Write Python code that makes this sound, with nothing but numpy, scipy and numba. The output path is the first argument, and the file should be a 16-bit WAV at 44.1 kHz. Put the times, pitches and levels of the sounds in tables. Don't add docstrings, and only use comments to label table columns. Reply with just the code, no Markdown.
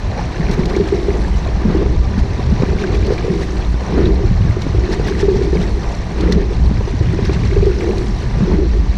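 import sys
import numpy as np
from scipy import signal
from scipy.fft import rfft, irfft
from scipy.io import wavfile
from scipy.ndimage import uniform_filter1d
from numba import njit

SR = 44100
rng = np.random.default_rng(int(sys.argv[2]) if len(sys.argv) > 2 else 0)


def elevation(decibels):
    levels = np.asarray(decibels, float)
    return 10 ** (levels / 20)


def wav_record(signal):
    frames = np.transpose(np.atleast_2d(signal))
    bounded = np.clip(frames, -1, 1)
    quanta = np.round(bounded * 32767).astype(np.int16)
    wavfile.write(sys.argv[1], SR, quanta)


N = 395577

# pitch in Hz, relative level in dB, undamped 60 dB decay in seconds.
HULL_MODES = [(120, -1, 0.055), (172, 2.5, 0.094), (207, 1, 0.085), (263, -6.5, 0.066), (320, 3.5, 0.11),
              (361.5, 3, 0.12), (398, 3, 0.097), (438, -2.5, 0.063), (479, -4.5, 0.087)]


def level(x):
    return x / np.sqrt(np.mean(x ** 2))


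def colour(x, points):
    hz, db = np.transpose(points)
    f = np.maximum(np.arange(N // 2 + 1) * SR / N, 1)
    gain_db = np.interp(np.log(f), np.log(hz), db)
    return irfft(rfft(x) * elevation(gain_db), N)


def band(x, lo_hz, hi_hz):
    edges_hz = [lo_hz, min(hi_hz, SR / 2.2)]
    return signal.sosfilt(signal.butter(2, edges_hz, "bandpass", fs=SR, output="sos"), x)


def ring(x, hz, t60):
    pole = np.exp(2j * np.pi * hz / SR - np.log(1000) / (t60 * SR))
    return signal.lfilter([1], [1, -pole], x).imag


def walk(rate):
    hold = int(SR / rate)
    steps = np.repeat(rng.standard_normal(N // hold + 1), hold)
    return level(uniform_filter1d(uniform_filter1d(steps, hold), hold))[:N]


def swell(times, rise_s, fall_s, strength):
    lag = np.arange(N) / SR - np.asarray(times)[:, None]
    bells = np.exp(-(lag / np.where(lag < 0, rise_s, fall_s)) ** 2)
    return (bells * np.reshape(strength, (-1, 1))).sum(axis=0)


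@njit
def grains(n, start, step, fade, glide, size):
    y = np.zeros(n)
    for k in range(len(start)):
        phase, w, a, i = 0., step[k], size[k], start[k]
        while a > size[k] / 300 and i < n:
            y[i] += a * np.sin(phase)
            phase, w, a, i = phase + w, w * glide[k], a * fade[k], i + 1
    return y


def bubbles(s, hz, size, cycles, rise):
    span = cycles * SR / hz
    start = (s * SR).astype(np.int64)
    return grains(N, start, 2 * np.pi * hz / SR, np.exp(-1 / span), (1 + rise) ** (1 / span), size)


def hum():
    # pitch in Hz, middle amplitude in dB.
    tones = [(987, -45), (1184, -47.5)]
    t = np.arange(N) / SR
    return sum(elevation(db + 2.0 * walk(3.0)) * np.sin(2 * np.pi * hz * t + 0.8 * walk(9)) for hz, db in tones)


def wind(db, flutter_db):
    # frequency in Hz, relative level in dB.
    buffet_points = [(8.8, -37), (15, -11.5), (43, 5.5), (64, 3), (113, -22.5), (173, -9.5), (258, -21.5),
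                     (300, -16.5), (390, -51), (660, -120)]
    sway = elevation(-2.5) * level(ring(rng.standard_normal(N), 60.0, 0.19))
    flutter = elevation(flutter_db + 2.0 * walk(25)) * level(band(rng.standard_normal(N), 70.4, 127.2))
    gusting = elevation(db + 1.57 * walk(18))
    buffet = level(colour(rng.standard_normal(N), buffet_points))
    return gusting * (buffet + sway + flutter)


def water(wash_db, spray_db, spatter_db):
    # frequency in Hz, relative level in dB.
    stream_points = [(150, -34.5), (250, -6), (397, -9), (578, -10.5), (722, -9.5), (1180, -17),
                     (1340, -22.5), (1820, -19.5), (3090, -30.5), (4130, -32.5), (4890, -34), (5610, -32),
                     (12300, -69), (14100, -69), (14900, -86.5)]
    moment, pitch, chance = rng.random((30000, 3)).T
    hz = 400 * 32 ** pitch
    size = (1.03 - chance) ** -.5 * np.sqrt(hz)
    fizz = bubbles(moment * N / SR, hz, size, 2.0 + 0.0021 * hz, 0.016)
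    flurries = elevation(-3.0 + 1.7 * walk(40)) * level(fizz)
    stream = colour(rng.standard_normal(N) + flurries, stream_points)
    spectrum, f = rfft(stream), np.arange(N // 2 + 1) * SR / N
    below, under_top = 1 / (1 + (f / 1600) ** 3), 1 / (1 + (f / 7800) ** 12)
    weights = (below, under_top - below, 1 - under_top)
    low, mid, top = (level(irfft(spectrum * weight, N)) for weight in weights)
    wash = elevation(wash_db + 1.46 * walk(14)) * low
    spray = elevation(spray_db + 0.24 * walk(25)) * mid
    spatter = elevation(spatter_db + 1.0 * walk(34)) * top
    return wash + spray + spatter


def plips(surge):
    per_s, base_db, lo_hz, octaves = 110, -33.5, 1402, 0.9
    moment, pitch, chance = rng.random((int(per_s * N / SR), 3)).T
    hz = lo_hz * 2 ** (octaves * pitch)
    size = elevation(base_db - 3.8 * np.log(1.02 - chance))
    return (0.27 + surge) * bubbles(moment * N / SR, hz, size, np.full(len(hz), 4.5), 0.03)


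def slaps():
    per_s, base_db, half_length_s = 18, -20.5, 0.004
    moment, chance = rng.random((int(per_s * N / SR), 2)).T
    hits = np.zeros(N)
    hits[(moment * N).astype(int)] = elevation(base_db - 2.9 * np.log(1.02 - chance))
    pushes = np.convolve(hits, np.hanning(int(2 * half_length_s * SR)))[:N]
    return -band(pushes, 70, 700)


def patter(slide):
    per_s, base_db, spread_db = 90, -37.5, 3.5
    moment, chance = rng.random((int(per_s * N / SR), 2)).T
    hits = np.zeros(N)
    hits[(moment * N).astype(int)] = elevation(base_db - spread_db * np.log(1.08 - chance))
    decay = np.exp(-1 / (.003 * SR))
    bursts = signal.lfilter([1], [1, -decay], hits) * rng.standard_normal(N)
    clicks = colour(bursts, [(900, -20.0), (2000, 4.0), (5600, -6.5), (9000, -27.0), (14000, -47.5)])
    return (0.3 + slide) * clicks


def drops():
    # start in seconds, level in dB, gain of the bright upper band in dB.
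    tick_rows = [(0.46, -35, -20), (0.5118, -17.5, -29), (0.5344, -27, -9.5), (0.655, -16, -31.5),
                 (0.697, -20.5, -30), (0.763, -17.5, -38), (0.885, -22.5, -35), (2.189, -24.5, -32),
                 (3.066, -19.5, -30), (3.134, -25, -24), (4.617, -17.5, -26), (4.929, -18.5, -27),
                 (5.072, -26.5, -10), (5.1794, -29, -29), (5.366, -29, -16), (5.629, -33, -19.5),
                 (6.2078, -19, -32), (6.322, -10, -33.5), (7.25, -18, -33), (7.3354, -33, -27),
                 (7.655, -22.5, -29), (7.745, -28, -36), (7.9806, -19.5, -39)]
    # start in seconds, starting amplitude in dB, starting pitch in Hz.
    plop_rows = [(0.429, -20, 1770), (0.539, -24, 2150), (0.7387, -22.5, 1900), (0.754, -21, 2200),
                 (0.978, -24.5, 2050), (1.1049, -18, 2010), (1.2474, -20, 1650), (2.136, -23.5, 1680),
                 (2.7861, -20, 2200), (2.8394, -12.5, 1530), (2.9494, -19, 2100), (3.028, -21.5, 2200),
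                 (3.18, -18.5, 2250), (3.2258, -22, 2200), (3.4331, -19, 1920), (4.056, -18.5, 3560),
                 (4.42, -26, 2780), (4.5101, -20.5, 2020), (5.0835, -19, 1590), (5.1377, -24, 1980),
                 (5.227, -21, 1670), (5.356, -21, 850), (5.5707, -19, 2120), (6.2764, -20, 1880),
                 (6.322, -15, 1860), (7.2954, -20, 2260), (7.436, -21, 2240), (7.5125, -18.5, 2090),
                 (7.809, -18.5, 2240), (7.9109, -24.5, 2480), (7.934, -18.5, 775), (8.515, -17, 965)]
    tick_s = 0.0033
    out, t = np.zeros(N), np.arange(2048) / SR
    for s, db, bright_db in tick_rows:
        burst = rng.standard_normal(len(t)) * np.sqrt(2 * t / tick_s) * np.exp(-t / tick_s)
        tick = band(burst, 2300, 5500) + elevation(bright_db) * band(burst, 5500, 13500)
        i = int(s * SR)
        out[i:i + len(t)] += elevation(db) * tick[:N - i]
    s, db, hz = np.transpose(plop_rows)
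    return out + bubbles(s, hz, elevation(db), np.full(len(s), 5.0), 0.042)


def swish(release):
    flow = level(band(rng.standard_normal(N), 750, 2100))
    return elevation(-31.5 + 2.5 * walk(30)) * release ** 1.7 * flow


def roll(low_db, seat_db):
    rail_hz, db_per_octave = 395, 14
    low_shake = elevation(3.5 * walk(45) + low_db)
    seat_shake = elevation(2.5 * walk(45) + seat_db)
    out = np.zeros(N)
    for hz, db, t60 in HULL_MODES:
        off_rail_db = -db_per_octave * abs(np.log2(hz / rail_hz))
        shake = low_shake if hz < 250 else seat_shake * elevation(off_rail_db)
        even = np.sqrt(4 * np.log(1000) / (t60 * SR))
        out += elevation(db) * even * ring(shake * rng.standard_normal(N), hz, t60)
    return out


def knocks():
    # start in seconds, peak of the ringing body in dB, pitch that the struck place favours in Hz,
    # gain of the sharp crack over the body in dB.
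    blows = [(0.396, -6.5, 170, -16), (0.497, -13, 186, -6), (0.592, -3.5, 192, -3.5),
             (0.734, -13, 392, -20), (0.764, -4.5, 374, -11), (0.796, -4, 398, -21), (0.922, -3, 388, -21),
             (0.945, -13, 383, -7), (0.978, -15.5, 362, -20), (1.082, -4.5, 400, -16),
             (1.651, -2, 201, -13), (1.699, -4.5, 200, -11), (1.748, -5, 334, -10.5),
             (1.816, -11.5, 390, -3), (1.859, -11.5, 345, 0), (2.177, -4.5, 201, -8),
             (2.393, -14.5, 320, -1), (2.52, -6, 213, -15), (2.601, -4.5, 125, -15), (2.621, -7, 450, -1),
             (2.633, -4, 247, -4.5), (2.683, -15, 395, -22), (2.73, -11.5, 374, -9), (2.815, -13, 395, -16),
             (2.84, -13, 352, -16), (2.904, -16, 395, -21), (2.939, -18, 395, -9), (3.083, -9, 385, -11),
             (3.105, -6, 423, -4.5), (3.12, -5, 441, -15), (3.246, -9, 431, -16), (3.28, -8.5, 425, -7),
             (3.3, -9, 175, -18), (3.742, -7, 120, -4), (3.94, -13, 300, -1), (3.974, -11, 207, -4),
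             (3.978, -10, 348, 5.5), (4.002, -9.5, 372, -10), (4.068, -13.5, 367, -3.5),
             (4.244, -13, 342, -11), (4.31, -1.5, 140.3, -17), (4.407, -11, 150, -5.5),
             (4.451, -11, 198, 1), (4.567, -10, 352, -6.5), (4.665, -8.5, 253, -5.5),
             (4.747, -11.5, 350, -2), (4.783, -10.5, 320, -4), (4.836, -13, 347, -12),
             (4.997, -11.5, 382, -5), (5.065, -15, 403, -17), (5.228, -3.5, 403, -21.5),
             (5.281, -2, 410, -16.5), (5.314, -7.5, 353, -16), (5.342, -9, 396, -19), (5.389, -9, 386, -21),
             (5.414, -5.5, 387, -12), (5.529, -6, 372, -6.5), (5.553, -7, 407, -5.5), (5.56, -9, 184, -22),
             (5.593, -8, 175, -24), (5.621, -14, 189, -12), (6.204, -14, 326, -3), (6.235, -9, 333, 0.5),
             (6.259, -12, 312, -5), (6.358, -4.5, 175, -30), (6.374, -10.5, 418, -11),
             (6.712, -6.5, 200, -7), (6.808, -12, 444, -1.5), (6.875, -13, 365, -6), (6.937, -13, 259, -8),
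             (7.01, -14.5, 290, -1), (7.071, -10, 164, -17), (7.188, -8.5, 400, -4), (7.22, -10.5, 210, -9),
             (7.134, -12, 330, -14), (7.294, -7, 347, -2.5), (7.36, -9.5, 175, -12),
             (7.563, -5, 410, -17.5), (7.624, -5, 403, -16.5), (7.664, -3, 405, -18), (7.697, -9, 378, -15),
             (7.805, -18.5, 447, -16), (7.85, -10.5, 410, -7), (7.89, -8, 373, -6), (8.406, -7, 172, -4),
             (8.45, -15, 175, -12), (8.503, -14, 360, -10), (8.519, -17, 400, 9), (8.53, -11.5, 205, -9),
             (8.584, -7, 329, -12), (8.626, -9, 400, -11), (8.749, -16, 374, -19)]
    swell_s, hard_damping = 0.002, 0.72
    push_s, push_db = 0.0023, 5
    out, t = np.zeros(N + SR), np.arange(SR // 4) / SR
    hz, db, t60 = np.transpose(HULL_MODES)[:, :, None]
    for s, peak_db, place_hz, crack_db in blows:
        place_damping = 1.815 - 0.3 * np.log2(place_hz / 200)
        damping = place_damping * (0.86 + hard_damping * elevation(crack_db))
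        share = elevation(db) * np.exp(-(np.log(hz / place_hz) / (.045 * damping ** 1.5)) ** 2)
        modes = share * np.sin(2 * np.pi * hz * t) * 1000. ** (-t * max(damping, .3) / t60)
        onset = (1 - np.exp(-t / (swell_s * elevation(-0.4 * crack_db)))) ** 2
        body = onset * modes.sum(axis=0)
        crack = band(rng.standard_normal(len(t)) * np.exp(-t / 0.0097), 290, 1090)
        push = band(np.sin(np.pi * np.minimum(t / push_s, 1)), 110, 900)
        crack = crack + elevation(push_db) * push
        i = int(s * SR)
        out[i:i + len(t)] += elevation(peak_db) * (body / np.abs(body).max() + elevation(crack_db) * crack)
    return out[:N]


def scene():
    # seat rolls fastest in seconds, roll strength 0-1, blades enter in seconds,
    # blades leave in seconds, release strength 0-1.
    strokes = [(0.85, 0.87, 1.1, 1.73, 0.92), (3.05, 0.96, 3.35, 4.0, 0.97), (5.3, 0.99, 5.6, 6.27, 0.99),
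               (7.65, 0.9, 7.9, 8.5, 0.99)]
    # time in seconds, wind in dB, faster flutter in dB above the wind.
    gusts = [(0.0, -26, 8), (0.02, -21.5, -4), (0.95, -19, -9.5), (2.22, -13.5, -8.5), (2.25, -20, 0.5),
             (3.5, -19.5, -6.5), (3.72, -15.5, -11), (3.8, -25, -8), (4.0, -13.5, -13), (4.42, -14, 0),
             (4.55, -20, 5), (5.42, -16.5, -10), (6.07, -21, -7.5), (6.27, -14, -11), (6.75, -14, -4.5),
             (6.94, -22, 6), (7.59, -13.5, -3.5), (7.82, -18.5, -9.5), (8.42, -20.5, 2), (8.54, -13, -19.5),
             (8.97, -13.5, -13)]
    # time in seconds, dB added to spray and spatter.
    splashes = [(0.21, 2), (0.53, 7), (0.66, -4), (0.76, 2), (2.19, 4), (2.64, 2), (2.8, 4), (2.95, 3.5),
                (3.13, 4.5), (3.43, 6), (4.06, 3.5), (4.931, 8.5), (5.08, 5.5), (5.2, 6.5), (5.37, 3),
                (5.43, 4), (5.62, 5), (6.33, 5.5), (7.26, 4.5), (7.34, 6.5), (7.461, 4.5), (7.98, 1.5)]
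    # dB at rest, then dB added by slide, surge, catch, release and settling.
    low_rumble, seat_roll = (-38.5, 4.5, 6.5, 6.5, 8, 8.5), (-47.5, 19, 0.5, 8, 1.5, 21.5)
    wash, spray, spatter = (-32.5, -3, 3, 2.5, 5.5, -4), (-39, 1.5, 1, 0.5, 1.5, 0), (-60.5, -0.5, 2, 5, 1, -3.5)

    t = np.arange(N) / SR
    slide_s, push, catch_s, leave_s, flick = np.transpose(strokes)
    slide = swell(slide_s, 0.69, 0.48, push)
    surge = swell(slide_s - 0.23, 0.44, 0.38, 0.87)
    catch = swell(catch_s, 0.1, 0.4, 0.76)
    release = swell(leave_s, 0.14, 0.099, flick)
    settling = swell(leave_s + 0.032, 0.15, 0.27, flick)
    phases = np.array([np.ones(N), slide, surge, catch, release, settling])
    layers = np.array([low_rumble, seat_roll, wash, spray, spatter])
    low_db, seat_db, wash_db, spray_db, spatter_db = layers @ phases

    wash_db = wash_db - 0.7 * (t - t.mean())
    splash_s, added_db = np.transpose(splashes)
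    splash_db = swell(splash_s, 0.017, 0.019, added_db)
    gust_s, wind_db, flutter_db = np.transpose(gusts)
    air = hum() + wind(np.interp(t, gust_s, wind_db), np.interp(t, gust_s, flutter_db))
    stream = water(wash_db, spray_db + splash_db, spatter_db + splash_db)
    small_water = plips(surge) + slaps() + patter(slide) + drops() + swish(release)
    hull = roll(low_db, seat_db) + knocks()
    return (air + stream + small_water + hull)[None]


def top_cut(x):
    return signal.sosfilt(signal.butter(12, 15020, fs=SR, output="sos"), x)


def record(dry):
    # centre in Hz, width in Hz, lift in dB.
    air_pockets = [(4194, 940, 6), (5930, 880, 2.5)]
    f = np.arange(N // 2 + 1) * SR / N
    lift_db = sum(db / (1 + (2 * (f - hz) / width) ** 2) for hz, width, db in air_pockets)
    heard = irfft(rfft(dry) * elevation(lift_db), N)
    return top_cut(np.tanh(0.84 * heard) / 0.94)


dry = scene()
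out = record(dry)
wav_record(out)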